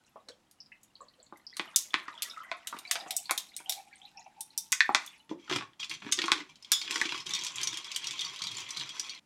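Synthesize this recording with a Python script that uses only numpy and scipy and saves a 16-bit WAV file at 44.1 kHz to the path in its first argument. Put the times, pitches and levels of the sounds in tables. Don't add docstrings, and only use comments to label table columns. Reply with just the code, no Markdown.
import sys
import numpy as np
from scipy import signal
from scipy.io import wavfile

SR = 44100
rng = np.random.default_rng(int(sys.argv[2]) if len(sys.argv) > 2 else 0)


def log_audio(samples):
    frames = np.atleast_2d(samples).T
    limited = np.clip(frames, -1, 1)
    pcm = np.round(limited * 32767).astype(np.int16)
    wavfile.write(sys.argv[1], SR, pcm)


N = 407925
TIME = np.arange(N) / SR

# start_s, level_db, pitch_hz
DRIPS = [(0.16, -43.5, 1120), (0.285, -37, 4130), (0.603, -33, 5100), (0.7178, -42.5, 2000),
         (0.721, -43, 2540), (0.954, -39, 4200), (1.0058, -42.5, 1090), (1.011, -41.5, 7200),
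         (1.084, -43, 4250), (1.2, -47.5, 4220), (1.2285, -39.5, 7340), (1.265, -50, 4200),
         (1.358, -52, 2000), (1.397, -57, 1950), (1.4665, -30.5, 4900), (1.528, -44, 1950),
         (1.536, -40, 4200), (2.082, -32.5, 1170), (2.082, -36, 1910), (2.113, -46, 1140),
         (2.152, -41, 3240), (2.177, -36, 3200), (2.252, -40.5, 1870), (2.298, -28.5, 5020),
         (2.311, -32.5, 3620), (2.371, -38, 1244), (2.403, -38.5, 1274), (2.45, -46, 1480),
         (2.8505, -36.5, 2240), (2.8756, -33, 4400), (3, -31.5, 4700), (3.008, -31.5, 3690),
         (3.256, -29.5, 4260), (3.49, -44, 4000), (3.518, -48.5, 2140), (3.589, -43.5, 2300),
         (3.6596, -34.5, 2990), (3.779, -45, 2290), (3.928, -41.5, 2200), (3.957, -38, 8400),
         (4.0164, -43, 3240), (4.03, -42, 3500), (4.052, -36.5, 3800), (4.175, -42, 2510),
         (4.172, -35.5, 5300), (4.195, -38, 6420), (4.25, -57, 2500), (4.505, -43, 4060)]
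# time_s, level_db
STREAM = [(0.0, -71), (0.32, -80), (1.49, -73), (1.65, -55), (1.75, -59.5), (2.21, -55.5), (2.62, -63.5),
          (2.86, -53), (2.97, -58), (3.11, -58), (3.24, -56), (3.87, -60.5), (4.27, -68.5), (4.66, -68),
          (4.81, -61), (4.93, -55.5), (5.06, -49.5), (5.25, -67)]
# freq_hz, density_db_per_hz
SPLASH_SPECTRUM = [(400, 0.5), (1100, -9), (2200, 9.5), (4000, -1), (7000, -1.5), (11000, -15.5),
                   (16000, -37)]
# start_s, length_s, grinding_db, base_knock_db, counter_rumble_db
PUSHES = [(5.291, 0.035, -56, -44, -59), (5.493, 0.071, -37.5, -38, -48), (5.59, 0.046, -59, -49.5, -73),
          (5.794, 0.043, -40.5, -90, -67), (5.897, 0.053, -42, -56, -59), (6.017, 0.081, -54.5, -44, -52.5),
          (6.178, 0.23, -46.5, -41.5, -71), (6.491, 0.012, -51.5, -81, -62),
          (6.834, 0.047, -44.5, -51, -69), (6.894, 0.17, -39, -43, -76), (7.084, 0.13, -40.5, -54, -62),
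          (7.257, 0.18, -43, -50.5, -57), (7.542, 0.18, -44.5, -54, -58), (8.01, 0.29, -44.5, -58, -65.5),
          (8.414, 0.22, -44, -55.5, -56), (8.761, 0.065, -40, -51, -57.5)]
PUSH_START_S, PUSH_LENGTH_S, PUSH_GRIND_DB, PUSH_BASE_DB, PUSH_COUNTER_DB = np.transpose(PUSHES)

TYPICAL_BLOW_DB = -41
LEVEL_WINDOW_S = 0.02
DRIP_RISE = 0.092
PUSH_ATTACK_S, PUSH_T60_S = 0.0037, 0.061
DIP_FROM_S, DIP_TO_S = 5.38, 7.25
SWIRL_FROM_S, SWIRL_TO_S, SWIRL_RISE_S, SWIRL_T60_S = 7.25, 9.08, 0.014, 1
SWIRL_GRIND_DB, SWIRL_SLOSH_DB, SWIRL_BASE_DB, SWIRL_COUNTER_DB = -46.5, -49.5, -60.5, -73


def from_db(db):
    return 10 ** (np.asarray(db) / 20)


def rms_one(x):
    return x / np.sqrt(np.mean(x ** 2) + 1e-20)


def energy_one(x):
    return x / np.sqrt(np.sum(x ** 2) + 1e-20)


def at_hz(points, hz):
    freq_hz, value = np.array(points).T
    return np.interp(np.log(hz), np.log(freq_hz), value)


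def gain_curve(rows):
    time_s, db = np.transpose(rows)
    return from_db(np.interp(TIME, time_s, db, left=-np.inf, right=-np.inf))


def fade(t, t60):
    return np.exp(-np.log(1000) * t / t60)


def swell(start, length, attack, t60):
    t = TIME - start
    return np.clip(t / attack, 0, 1) * fade(np.maximum(t - length, 0), t60)


def drift(per_s):
    knots = rng.standard_normal(int(per_s * N / SR) + 2)
    return np.interp(TIME * per_s, np.arange(len(knots)), knots)


def cut(x, hz, kind, order=2):
    sos = signal.butter(order, np.minimum(hz, .47 * SR), kind, fs=SR, output="sos")
    return signal.sosfilt(sos, x + 1e-18)


def bands(lowest_hz):
    edges_hz = 22 * 2 ** np.arange(0, 9.9, .5)
    return [(np.sqrt(a * b), [a, b]) for a, b in zip(edges_hz, edges_hz[1:]) if b > lowest_hz]


def resonance(x, hz, width_hz):
    r = np.exp(-np.pi * width_hz / SR)
    zeros = (1 - r * r) / 2 * np.array([1, 0, -1])
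    poles = [1, -2 * r * np.cos(2 * np.pi * hz / SR), r * r]
    return signal.lfilter(zeros, poles, x + 1e-18)


def add(track, s, sound):
    start = max(round(s * SR), 0)
    track[start:start + len(sound)] += sound[:max(N - start, 0)]


def through(x, response):
    return signal.fftconvolve(x, response)[:N]


def random_clicks(per_s, spread_db):
    sizes = from_db(spread_db * np.minimum(rng.exponential(1, N), 4)) * rng.choice([-1, 1], N)
    return sizes * (rng.random(N) < per_s / SR)


def crackle(spectrum, per_s, spread_db, clump_db, colour_db):
    ticks = random_clicks(per_s, spread_db) * from_db(clump_db * np.tanh(drift(45)))
    out = np.zeros(N)
    signs = rng.choice([-1, 1], (2, N))
    for k, (hz, edges) in enumerate(bands(300)):
        coloured = ticks * signs[k % 2] * from_db(colour_db * drift(60))
        out += from_db(at_hz(spectrum, hz)) * cut(coloured, edges, "band")
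    return rms_one(out)


def bubble(hz, cycles, rise):
    life = cycles / hz
    t = TIME[:int(life * SR) + 2]
    tone = np.sin(2 * np.pi * hz * t * (1 + rise * t / life))
    return tone * fade(t, life) * (1 - np.exp(-hz * t))


def swarm(spectrum, per_s, low_hz, high_hz, cycles, rise, spread_db):
    out = np.zeros(N)
    for when, size, strength in rng.random((int(per_s * N / SR), 3)):
        hz = low_hz * (high_hz / low_hz) ** size
        gain = from_db(at_hz(spectrum, hz) + spread_db * strength ** 3)
        add(out, when * N / SR, gain * bubble(hz, cycles, rise))
    return rms_one(out)


def room_tone(level_db):
    # freq_hz, band_gain_db
    hush_spectrum = [(15, -36), (25, -10.5), (97, -6), (249, 1), (451, -14.5), (714, -6.5), (1330, -13),
                     (4610, -20), (11900, -27), (13600, -33.5), (16000, -47)]
    white = rng.standard_normal((2, N))
    hush = np.zeros(N)
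    for k, (hz, edges) in enumerate(bands(20)):
        hush += from_db(at_hz(hush_spectrum, hz)) * cut(white[k % 2], edges, "band")
    return from_db(level_db) * rms_one(hush)


def trickle(level_db):
    # pitch_hz, strength_db
    bubble_strength = [(600, -14.5), (1200, -6), (2200, -4), (3600, 5), (6000, -17), (12000, 1.5)]
    bubbles = swarm(bubble_strength, per_s=380, low_hz=865, high_hz=11780, cycles=100, rise=0.03,
                    spread_db=23.5)
    return from_db(level_db) * gain_curve(STREAM) * bubbles


def spatter(level_db):
    spray = crackle(SPLASH_SPECTRUM, per_s=5000, spread_db=1.5, clump_db=3, colour_db=7)
    return from_db(level_db) * gain_curve(STREAM) * spray


def ticking(level_db):
    ticks = crackle(SPLASH_SPECTRUM, per_s=45, spread_db=3, clump_db=2, colour_db=6)
    return from_db(level_db) * gain_curve(STREAM) * ticks


def running_stream():
    low_db, covered_from_s, low_fade_db_per_s = 3, 2.55, 18.5
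    stream = trickle(level_db=-4.0) + spatter(level_db=-6.5) + ticking(level_db=-11.5)
    low_gain = from_db(low_db - low_fade_db_per_s * np.maximum(TIME - covered_from_s, 0))
    return cut(stream, 2500, "high") - low_gain * cut(stream, 940, "low")


def glass_modes(pitch):
    # freq_hz, level_db, t60_s
    glass_wall = [(1200, 9, 0.15), (2060, -11, .16), (2250, -8, 0.26), (3350, 1.5, 0.16), (3720, 7, 0.14),
                  (5740, -9.5, 0.18), (5760, -5.5, 0.34), (5920, 10, 0.092), (6700, -0.5, 0.14),
                  (8200, -6.5, 0.13)]
    t = TIME[:SR // 3]
    return np.array([from_db(db) * np.sin(2 * np.pi * hz * pitch * t) * fade(t, t60)
                     for hz, db, t60 in glass_wall])


def ice_hits(rows, pitch, snap, crumble_t60, chips_db, note_db, note_q, thump_hz, thump_t60, ring_db):
    snap_t60_s, contact_rise_s = 0.01, 0.00051
    note_loss_per_db = 0.22
    out, t, modes = np.zeros(N), TIME[:SR // 4], glass_modes(pitch)
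    span = np.sqrt(LEVEL_WINDOW_S * SR)
    for s, db, low_hz, high_hz, note_hz, thump_db, wall_db in rows:
        grains = rng.random(len(t)) < 600 / SR
        chips = energy_one(rng.standard_normal(len(t)) * grains * fade(t, 0.27))
        crumble = energy_one(rng.standard_normal(len(t)) * fade(t, crumble_t60))
        first = energy_one(rng.choice([-1, 1], len(t)) * fade(t, snap_t60_s))
        force = crumble + from_db(chips_db) * chips
        force += first * snap * np.sqrt(1500 / low_hz)
        force *= np.clip(t / contact_rise_s, 0, 1)
        held_db = note_loss_per_db * max(db - TYPICAL_BLOW_DB, 0)
        force += from_db(note_db - held_db) * resonance(force, note_hz, note_hz / note_q)
        force += from_db(-1.0) * resonance(force, 950, 130)
        wall = from_db(1.9 * rng.standard_normal(len(modes))) @ modes
        for sound, level_db in ((force, db), (wall, db + wall_db + ring_db)):
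            banded = cut(cut(sound, low_hz, "high", order=3), high_hz, "low", order=3)
            add(out, s, span * from_db(level_db) * energy_one(banded))
        base_hz = thump_hz * np.exp(.06 * rng.standard_normal())
        thump = np.sin(2 * np.pi * base_hz * t) * fade(t, thump_t60)
        thump = energy_one(cut(thump, [160, 800], "band", order=3))
        add(out, s, span * from_db(thump_db) * thump)
    return out


def with_ring(blows, ring_db):
    loss_per_db = 2
    return [(s, db, *rest, ring_db - loss_per_db * max(db - TYPICAL_BLOW_DB, 0))
            for s, db, *rest in blows]


def settle_hits():
    # start_s, level_db, low_edge_hz, high_edge_hz, piece_note_hz, thump_db
    settles = [(0.1578, -50.5, 600, 650, 760, -70), (0.2871, -51.5, 272, 6800, 506, -66),
               (1.324, -48.5, 810, 825, 1200, -53.5), (1.934, -47.5, 900, 3040, 1060, -75),
               (2.0802, -48, 880, 3700, 1150, -59), (2.7263, -40, 1047, 1060, 1200, -61),
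               (2.745, -56, 600, 1500, 845, -54), (2.766, -49.5, 900, 3060, 2340, -57),
               (2.9551, -35, 710, 4330, 2360, -66), (3.022, -61, 700, 2190, 1090, -63),
               (3.061, -49, 600, 1440, 1140, -57.5), (3.2945, -34, 970, 2580, 2260, -75),
               (3.602, -55.5, 503, 1560, 1167, -64)]
    return with_ring(settles, ring_db=-26.5)


def plinks(cycles, splash_db, splash_t60, onset_s, level_db):
    out, t = np.zeros(N), TIME[:SR // 8]
    for s, db, hz in DRIPS:
        tone = from_db(db + level_db) * bubble(hz, cycles, rise=DRIP_RISE)
        tone = tone * np.clip(TIME[:len(tone)] / onset_s, 0, 1)
        noise = rng.standard_normal(len(t)) * fade(t, splash_t60)
        splash = energy_one(cut(noise, [hz * 0.92, hz * 1.13], "band", order=4))
        add(out, s, tone)
        add(out, s, from_db(splash_db) * np.linalg.norm(tone) * splash)
    return out


def droplets(cycles, count=2):
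    droplet_db, within_s = -13, .06
    out = np.zeros(N)
    for s, db, hz in DRIPS:
        for when, size in rng.random((count, 2)):
            ring = bubble(hz * (.7 + .4 * size), cycles, DRIP_RISE)
            add(out, s + when * within_s, from_db(db + droplet_db) * ring)
    return out


def gurgling():
    # middle_s, length_s, level_db
    gurgles = [(0.301, 0.042, -54), (1.028, 0.042, -57), (1.207, 0.048, -62.5), (2.99, 0.17, -50.5),
               (3.126, 0.077, -51), (3.212, 0.045, -63), (3.703, 0.063, -47), (3.786, 0.055, -49),
               (3.876, 0.022, -58), (4.035, 0.045, -58), (4.188, 0.049, -50), (4.267, 0.01, -46.5),
               (4.397, 0.047, -49.5), (4.584, 0.02, -63.5)]
    hum_from_s, hum_to_s, hum_db, hum_fade_s = 1.8, 5.3, -73.5, 0.12
    bumps = sum(from_db(db) * np.exp(-(2 * (TIME - s) / length) ** 2) for s, length, db in gurgles)
    return bumps + from_db(hum_db) * swell(hum_from_s, hum_to_s - hum_from_s, hum_fade_s, hum_fade_s)


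def air_column(damped_width_hz, clear_width_hz, evenness, burst_db, overtone_db, level_db):
    # time_s, pitch_hz
    air_pitch = [(0, 509.6), (1.3, 552.4), (2.502, 660), (3, 744.4), (3.7, 776), (4.04, 780), (4.18, 826),
                 (4.401, 851), (4.799, 899)]
    clear_from_s, clear_takes_s = 3.4, 0.63
    time_s, hz = np.transpose(air_pitch)
    phase = 2 * np.pi * np.cumsum(np.interp(TIME, time_s, hz)) / SR
    bubbling = rng.standard_normal(N) + 1j * rng.standard_normal(N)
    bubbling = bubbling * from_db(burst_db * drift(50))
    clear = np.clip((TIME - clear_from_s) / clear_takes_s, 0, 1)
    damped_swing = cut(bubbling, damped_width_hz, "low") / np.sqrt(damped_width_hz)
    clear_swing = cut(bubbling, clear_width_hz, "low") / np.sqrt(clear_width_hz)
    swing = (1 - clear) * damped_swing + clear * clear_swing
    size = np.abs(swing)
    swing = swing / (size + 0.27 * size.mean()) ** min(evenness, 1)
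    note = rms_one(np.real(swing * np.exp(1j * phase)))
    overtone = rms_one(np.real(cut(bubbling, 3 * clear_width_hz, "low") * np.exp(3j * phase)))
    return from_db(level_db) * gurgling() * (note + from_db(overtone_db) * overtone)


def crack_hits():
    # start_s, level_db, low_edge_hz, piece_note_hz
    cracks = [(0.5116, -64.5, 2600, 10100), (0.832, -63, 6330, 7200), (1.372, -68, 3410, 12450),
              (1.568, -44, 1210, 4320), (1.7604, -23.5, 3600, 6520), (2.2214, -35.5, 2900, 3400),
              (2.23, -42.5, 3100, 4460), (2.6717, -40, 2100, 3900), (2.7875, -49.5, 3630, 3700),
              (2.9115, -29, 1580, 3620), (3.1072, -37, 2380, 3760), (3.1651, -32, 5270, 7650),
              (3.377, -34.5, 2750, 3700), (3.5645, -42, 3430, 9000), (3.695, -32.5, 3600, 3520),
              (3.722, -39.5, 2140, 3950), (4.407, -41.5, 4060, 9500), (4.5768, -33.5, 4730, 5800),
              (5.062, -51.5, 5500, 6350), (4.7202, -31, 2920, 6860)]
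    typical_low_hz, typical_top_hz, top_follows = 2990, 12100, 0.11
    thump_db, ring_db = -47, -18.5
    rows = []
    for s, db, low_hz, note_hz in cracks:
        top_hz = typical_top_hz * (low_hz / typical_low_hz) ** top_follows
        rows.append((s, db, low_hz, top_hz, note_hz, db + thump_db, ring_db))
    return rows


def glugs(level_db):
    # pitch_hz, strength_db
    pocket_strength = [(600, -9), (800, -10.5), (1050, -3), (1270, 10), (1600, -9), (1950, 12), (2400, -16),
                       (3200, -11)]
    # time_s, level_db
    churn = [(1.59, -8), (1.66, -1), (1.78, -8), (1.9, -22), (1.98, -3.5), (2.1, -8), (2.2, -8), (2.37, -4),
             (2.47, 0), (2.63, -13), (2.76, -7), (2.86, -18), (3.05, -9), (3.17, -20)]
    pockets = swarm(pocket_strength, per_s=400, low_hz=600, high_hz=3200, cycles=46, rise=0.053,
                    spread_db=9)
    return from_db(level_db) * gain_curve(churn) * pockets


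def clacks(chatter_db, chatter_t60, wash_db, wash_t60, note_q, spreading, thump_hz, thump_t60,
           level_db, count=10):
    # start_s, level_db, low_edge_hz, high_edge_hz, cube_note_hz, note_db, thump_db
    blows = [(1.5956, -32.5, 390, 3670, 2980, -4.5, -45), (1.941, -25, 896, 3400, 3200, -9, -43),
             (2.515, -34, 590, 3200, 720, -1, -61), (3.3097, -27.5, 451, 12800, 806, 4, -54),
             (4.7262, -26, 1350, 8390, 5760, 0, -74.5), (4.8055, -19, 1300, 4400, 1790, 11, -74),
             (4.8911, -27, 770, 847, 850, 1, -40), (4.9475, -21, 623, 5200, 5350, -8.5, -46.5),
             (6.2814, -31, 800, 5560, 1160, 14.5, -56), (6.318, -21, 910, 5500, 3400, -7.5, -41.5),
             (7.0142, -27.5, 850, 6900, 1910, 5, -45.5)]
    # freq_hz, width_hz, level_db
    pressed_wall = [(1072, 200, -0.8), (1490, 76, -1.0), (1965, 610, -3), (2537, 340, -2),
                    (3430, 550, -6.5), (4710, 440, -6), (4940, 320, -6.1), (10033, 8300, -8.5)]
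    out, t = np.zeros(N), TIME[:SR // 4]
    span = np.sqrt(LEVEL_WINDOW_S * SR) * from_db(level_db)
    lag = np.clip(spreading, 0, .85)
    for s, db, low_hz, high_hz, note_hz, note_db, thump_db in blows:
        chatter = energy_one(rng.standard_normal(len(t)) * fade(t, chatter_t60))
        grains = rng.random(len(t)) < 900 / SR
        wash = energy_one(rng.standard_normal(len(t)) * grains * fade(t, wash_t60))
        wash_gain = from_db(wash_db - .4 * (db - TYPICAL_BLOW_DB))
        force = (t == 0) + from_db(chatter_db) * chatter + wash_gain * wash
        for _ in range(count):
            force = signal.lfilter([-lag, 1], [1, -lag], force + 1e-18)
        body = from_db(note_db) * resonance(force, note_hz, note_hz / note_q)
        for k, (hz, width_hz, mode_db) in enumerate(pressed_wall):
            body += (-1) ** k * from_db(mode_db) * resonance(force, hz, width_hz)
        body = cut(cut(body, low_hz, "high", order=4), high_hz, "low", order=3)
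        thump = np.sin(2 * np.pi * thump_hz * t) * fade(t, thump_t60)
        thump = cut(thump, [150, 600], "band", order=3)
        add(out, s, span * from_db(db) * energy_one(body))
        add(out, s, span * from_db(thump_db) * energy_one(thump))
    return out


def stirring(levels_db, t60, swirl_db):
    # time_s, level_re_swirl_db
    drift_levels = [(5.38, -21.5), (5.46, -10.5), (5.64, -26), (5.68, -40), (5.78, -42), (5.8, -12),
                    (6.55, -24.5), (6.68, -15.5), (6.75, -7), (7.25, -34)]
    pushes = sum((from_db(db) * swell(s, length, PUSH_ATTACK_S, t60)) ** 2
                 for s, length, db in zip(PUSH_START_S, PUSH_LENGTH_S, levels_db))
    drifting = from_db(swirl_db) * gain_curve(drift_levels)
    swirl = swell(SWIRL_FROM_S, SWIRL_TO_S - SWIRL_FROM_S, SWIRL_RISE_S, SWIRL_T60_S)
    return np.sqrt(pushes + drifting ** 2 + (from_db(swirl_db) * swirl) ** 2)


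def grinding(ring_db, tick_db, note_db, level_db):
    # freq_hz, density_db_per_hz
    grind_spectrum = [(400, -8.5), (750, -34), (1100, 5), (1550, -14), (2200, 4), (2800, 1.5), (3400, 5.5),
                      (4400, 6.5), (6200, -8.5), (8800, -11), (12000, -19.5), (16000, -73.5)]
    # freq_hz, width_hz, level_db
    glass_body = [(915, 290, 12.5), (2360, 64, 1), (3266, 116, 8), (6060, 240, 10.5), (7100, 290, 8.5)]
    rub = crackle(grind_spectrum, per_s=1300, spread_db=2.5, clump_db=4.5, colour_db=1.5)
    ticks = crackle(grind_spectrum, per_s=59, spread_db=3, clump_db=3, colour_db=11.0)
    ticks = cut(ticks, 1800, "high")
    notes = swarm(grind_spectrum, per_s=540, low_hz=1968, high_hz=7670, cycles=120, rise=0,
                  spread_db=9.5)
    ice = rub + from_db(tick_db) * ticks + from_db(note_db) * notes
    body = sum(from_db(db) * resonance(ice, hz, width_hz) for hz, width_hz, db in glass_body)
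    ice = rms_one(ice + body)
    ice = from_db(level_db) * stirring(PUSH_GRIND_DB, PUSH_T60_S, SWIRL_GRIND_DB) * ice
    return ice + from_db(ring_db) * through(ice, energy_one(glass_modes(0.93).sum(axis=0)))


def sloshing(level_db):
    # freq_hz, density_db_per_hz
    slosh_spectrum = [(400, -3.5), (750, 0.5), (1100, -15), (1800, 6.5), (3000, 13.5), (6000, -56),
                      (16000, -42.5)]
    slosh_db, slosh_t60_s = -22.5, .18
    motion = stirring(PUSH_GRIND_DB + slosh_db, slosh_t60_s, SWIRL_SLOSH_DB)
    laps = crackle(slosh_spectrum, per_s=470, spread_db=-0.5, clump_db=-2.5, colour_db=3.0)
    return from_db(level_db) * motion * laps


def rumble(base_db, counter_db):
    base_t60_s, counter_t60_s = 0.15, 0.35
    base = rms_one(cut(random_clicks(300, 0.42), [280, 385], "band"))
    counter = rms_one(cut(random_clicks(370, 0.75), [105, 200], "band", order=4))
    base = base * stirring(PUSH_BASE_DB, base_t60_s, SWIRL_BASE_DB)
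    counter = counter * stirring(PUSH_COUNTER_DB, counter_t60_s, SWIRL_COUNTER_DB)
    return from_db(base_db) * base + from_db(counter_db) * counter


def light_touches(level_db, spread_db, low_hz, high_hz, ring_db, count=36):
    effort = stirring(PUSH_GRIND_DB, PUSH_T60_S, SWIRL_GRIND_DB)
    rows = []
    for when, strength, size in rng.random((count, 3)):
        s = DIP_FROM_S + when * (SWIRL_TO_S - DIP_FROM_S)
        effort_db = 20 * np.log10(effort[min(int(s * SR), N - 1)] + 1e-9)
        db = effort_db + level_db + spread_db * strength
        rows.append((s, db, high_hz, low_hz * (high_hz / low_hz) ** size, ring_db))
    return rows


def stir_hits():
    # start_s, level_db, low_edge_hz, high_edge_hz, piece_note_hz, thump_db
    knocks = [(5.293, -52.5, 903, 4500, 3400, -62), (5.312, -44.5, 333, 1000, 522, -32),
              (5.331, -54, 330, 994, 570, -45), (5.358, -63, 327, 1000, 450, -46),
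              (5.478, -49.5, 1000, 3000, 1250, -70), (5.4973, -37.5, 814, 4350, 1230, -58),
              (5.512, -34, 597, 4300, 1120, -34), (5.5254, -31.5, 750, 3540, 3380, -39.5),
              (5.553, -48, 650, 4500, 1090, -55), (5.5605, -30.5, 800, 5640, 3400, -38),
              (5.585, -39, 790, 3970, 2400, -57), (5.609, -41.5, 690, 3200, 1130, -66),
              (5.623, -40, 690, 3200, 1090, -55), (5.733, -62.5, 1080, 3590, 3400, -84.5),
              (5.8287, -36, 2960, 2960, 2510, -69), (5.912, -36, 2740, 2670, 2520, -58),
              (6.0645, -45.5, 760, 2950, 964, -39), (6.1884, -28, 1220, 4600, 3330, -39),
              (6.2173, -29, 2170, 3800, 3900, -63), (6.2393, -32, 1000, 4770, 3290, -38),
              (6.301, -42, 900, 3200, 1160, -52), (6.405, -43.5, 950, 3650, 2060, -50),
              (6.8145, -34.5, 1880, 4900, 4440, -65), (6.877, -41, 1890, 3500, 2550, -62),
              (6.9087, -31, 1990, 7400, 2540, -47.5), (6.9577, -29.5, 1360, 5370, 1104, -45),
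              (7.0534, -33.5, 2350, 3300, 2290, -42.5), (7.091, -36, 1900, 3670, 2740, -54),
              (7.1217, -33.5, 1040, 4300, 2580, -48.5), (7.1445, -36.5, 1030, 3200, 1120, -55),
              (7.7291, -39.5, 1266, 7100, 3350, -53), (8.8101, -38.5, 1440, 4440, 3930, -54)]
    # start_s, level_db, high_edge_hz, piece_note_hz, ring_re_level_db
    wall_clinks = [(5.8045, -47, 5030, 4650, -14), (5.8443, -38.5, 5900, 3390, -23),
                   (5.8954, -40.5, 7440, 4600, -21), (5.942, -49.5, 6530, 4200, -21),
                   (6.115, -41, 6900, 6070, -18), (6.1225, -24, 8200, 6360, -5),
                   (6.1255, -26.5, 7900, 5200, -17), (6.1735, -42, 6200, 4870, -20),
                   (6.258, -39, 6500, 3240, -13), (6.5566, -56, 5900, 3100, -23),
                   (6.6244, -51.5, 6900, 5000, -28), (6.6464, -46.5, 3670, 3240, -31),
                   (6.718, -20.5, 11600, 5700, -19), (6.7347, -35, 9620, 3600, -15),
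                   (6.9425, -39, 7800, 5200, -18), (7.177, -41, 5930, 2630, -16),
                   (7.2027, -42.5, 5200, 5200, -17), (7.2652, -38.5, 6700, 3180, -5),
                   (7.2922, -40.5, 8000, 6260, -13), (7.3071, -37, 7500, 3500, -3),
                   (7.3354, -31, 5770, 5600, 1.5), (7.3495, -31.5, 5600, 3630, -2),
                   (7.361, -42, 6000, 4340, -4), (7.3894, -39, 6270, 5700, -15),
                   (7.4204, -39, 5500, 3240, -17), (7.4365, -37.5, 7800, 6460, -16),
                   (7.447, -37, 7300, 7200, -3), (7.4658, -34.5, 6370, 3420, -9),
                   (7.5576, -38.5, 8000, 7300, -13), (7.6139, -37.5, 7300, 3200, -15),
                   (7.632, -30.5, 7800, 6150, -14), (7.6395, -40, 6540, 6000, -17),
                   (7.6724, -28.5, 6100, 5940, -4.5), (7.741, -38, 6550, 3200, -18),
                   (7.7717, -36, 7450, 3270, -19), (7.8444, -43.5, 6000, 3360, -15),
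                   (7.8649, -53, 5530, 3300, -15), (7.9159, -37.5, 4900, 2660, -16),
                   (7.9477, -40, 5330, 4670, -15), (7.9613, -29.5, 8300, 3200, -30),
                   (8.0424, -37.5, 6800, 2760, -1), (8.0702, -33.5, 5900, 5700, -19),
                   (8.1088, -36, 6700, 3500, -19), (8.1727, -57, 5480, 2660, -15),
                   (8.1918, -34.5, 4900, 3550, -5), (8.208, -36.5, 6200, 5900, -6),
                   (8.2146, -42, 6000, 3170, -15), (8.2475, -36.5, 5760, 4600, -1),
                   (8.3602, -43, 5750, 3200, -17), (8.3907, -45, 5500, 3220, -12),
                   (8.4198, -34.5, 5440, 4440, -27), (8.4381, -36, 6340, 4650, -14),
                   (8.4695, -35.5, 5900, 3980, -1), (8.5169, -42, 6900, 3330, -15),
                   (8.5458, -49, 6900, 3960, -15), (8.568, -40, 7000, 7200, -18),
                   (8.604, -42, 7000, 6600, -16), (8.5822, -43, 7000, 3100, -24),
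                   (8.6895, -43.5, 7200, 3540, -15), (8.7054, -37, 6400, 6000, -24),
                   (8.7469, -45, 5000, 3980, -17), (8.7705, -34.5, 5630, 4180, -28),
                   (8.7962, -38, 5000, 3950, -20), (8.8915, -41.5, 5860, 3320, -3),
                   (8.9803, -52, 6960, 2080, -18), (8.996, -30.5, 6320, 5870, -29),
                   (9.095, -40, 5970, 4500, 1.5), (9.147, -48, 5000, 4100, -10)]
    centre_hz, thump_db = 4180, -34
    touches = wall_clinks + light_touches(level_db=-7, spread_db=0.5, low_hz=2220, high_hz=6340,
                                          ring_db=-4.5)
    clinks = [(s, db, centre_hz ** 2 / high_hz, high_hz, note_hz, db + thump_db, ring_db)
              for s, db, high_hz, note_hz, ring_db in touches]
    return clinks + with_ring(knocks, ring_db=-12.5)


def scraping(level_db):
    # freq_hz, density_db_per_hz
    scrape_spectrum = [(400, -1), (650, -10), (1050, 5), (1500, 1), (2300, 2), (3300, -3), (5000, -21),
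                       (9000, -28), (16000, -54.5)]
    push = stirring(PUSH_BASE_DB, PUSH_T60_S, SWIRL_BASE_DB)
    push = push * swell(DIP_FROM_S, DIP_TO_S - DIP_FROM_S, SWIRL_RISE_S, PUSH_T60_S)
    scrape = crackle(scrape_spectrum, per_s=350, spread_db=1.0, clump_db=1, colour_db=2.5)
    return from_db(level_db) * push * scrape


def rim_and_thuds():
    # freq_hz, level_db, t60_s
    rim_modes = [(1180, -7, 0.12), (3390, 0.5, 0.23), (3400, -0.5, 0.18), (3540, -2.5, .25),
                 (3620, 0.5, 0.35), (3640, -7, 0.28), (5080, -10, 0.54), (5049, -5, 0.41), (5180, -1, .24),
                 (5350, -6, 0.18), (5590, -13, 0.17), (6000, -4, 0.074), (6800, -7, 0.15),
                 (7000, 0.5, 0.11), (7045, -3, 0.34)]
    # start_s, level_db
    rim_strikes = [(6.7187, -31.5), (6.7347, -40)]
    # start_s, level_db
    counter_blows = [(6.3185, -53), (7.0151, -57), (7.262, -62)]
    blur_hz, thud_hz, thud_t60_s = 70, 45, 0.099
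    out, t = np.zeros(N), TIME[:SR // 2]
    steps = rng.standard_normal((len(rim_modes), len(t)))
    wander = np.cumsum(steps, axis=1) * np.sqrt(2 * np.pi * blur_hz / SR)
    ring = np.zeros(len(t))
    for (hz, db, t60), phase in zip(rim_modes, wander):
        mode = np.sin(2 * np.pi * hz * t + phase) * fade(t, t60)
        ring += from_db(db) * mode * rng.choice([-1, 1])
    ring = cut(ring, 900, "high")
    thud = cut(np.sin(2 * np.pi * thud_hz * t) * fade(t, thud_t60_s), 200, "low")
    for rows, sound in ((rim_strikes, ring), (counter_blows, thud)):
        for s, db in rows:
            add(out, s, from_db(db) * sound)
    return out


def kitchen(x, early_db, early_t60, late_db, count=5):
    # freq_hz, t60_s
    kitchen_decay = [(150, 0.31), (500, 0.3), (1500, 0.29), (4000, 0.24), (8000, 0.25), (15000, 0.027)]
    t, out = TIME[:SR * 3 // 4], x.copy()
    spots = np.array([drift(25) for _ in range(count)])
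    for share in spots / np.linalg.norm(spots, axis=0):
        white = rng.standard_normal((3, len(t)))
        early = energy_one(white[2] * fade(t, early_t60) * (t > .0035))
        late = np.zeros(len(t))
        for k, (hz, edges) in enumerate(bands(60)):
            late += cut(white[k % 2], edges, "band") * fade(t, at_hz(kitchen_decay, hz))
        late = energy_one(late * np.clip(t / 0.0093 - .5, 0, 1))
        out += through(x * share, from_db(early_db) * early + from_db(late_db) * late)
    return out


def scene():
    pour = running_stream()
    pour += ice_hits(settle_hits(), pitch=0.97, snap=0.45, crumble_t60=0.041, chips_db=-10.5,
                     note_db=2.0, note_q=14.0, thump_hz=303, thump_t60=0.031, ring_db=3.5)
    pour += plinks(cycles=62, splash_db=-5, splash_t60=.07, onset_s=0.0017, level_db=2.0)
    pour += droplets(cycles=55)
    pour += air_column(damped_width_hz=70, clear_width_hz=42.0, evenness=0.72, burst_db=5.5,
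                       overtone_db=-15.5, level_db=-2.0)
    pour += from_db(1.8) * ice_hits(
        crack_hits(), pitch=0.97, snap=0.5, crumble_t60=0.027, chips_db=-12.5,
        note_db=6.0, note_q=9.2, thump_hz=301, thump_t60=0.033, ring_db=4)
    pour += glugs(level_db=-53.0)
    blows = clacks(chatter_db=-7, chatter_t60=0.047, wash_db=-10.5, wash_t60=0.31, note_q=6.6,
                   spreading=.5, thump_hz=328, thump_t60=0.028, level_db=-0.5)
    stir = grinding(ring_db=-27.5, tick_db=-2.0, note_db=1.5, level_db=-2.0)
    stir += sloshing(level_db=-6.5) + rumble(base_db=-11.5, counter_db=-4.5)
    stir += from_db(-3.0) * ice_hits(
        stir_hits(), pitch=0.98, snap=0.45, crumble_t60=0.028, chips_db=-17.0,
        note_db=13.0, note_q=22.5, thump_hz=329.3, thump_t60=0.059, ring_db=-4.5)
    stir += scraping(level_db=-6.5) + rim_and_thuds()
    heard = kitchen(pour + blows + stir, early_db=-5.5, early_t60=0.073, late_db=-14.5)
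    cut_off_s = 9.195
    heard *= fade(np.maximum(TIME - cut_off_s, 0), 0.0085)
    return (heard + room_tone(level_db=-71))[None]


def record(dry):
    return signal.sosfilt(signal.ellip(10, .2, 80, 16200, fs=SR, output="sos"), dry)


dry = scene()
out = record(dry)
log_audio(out)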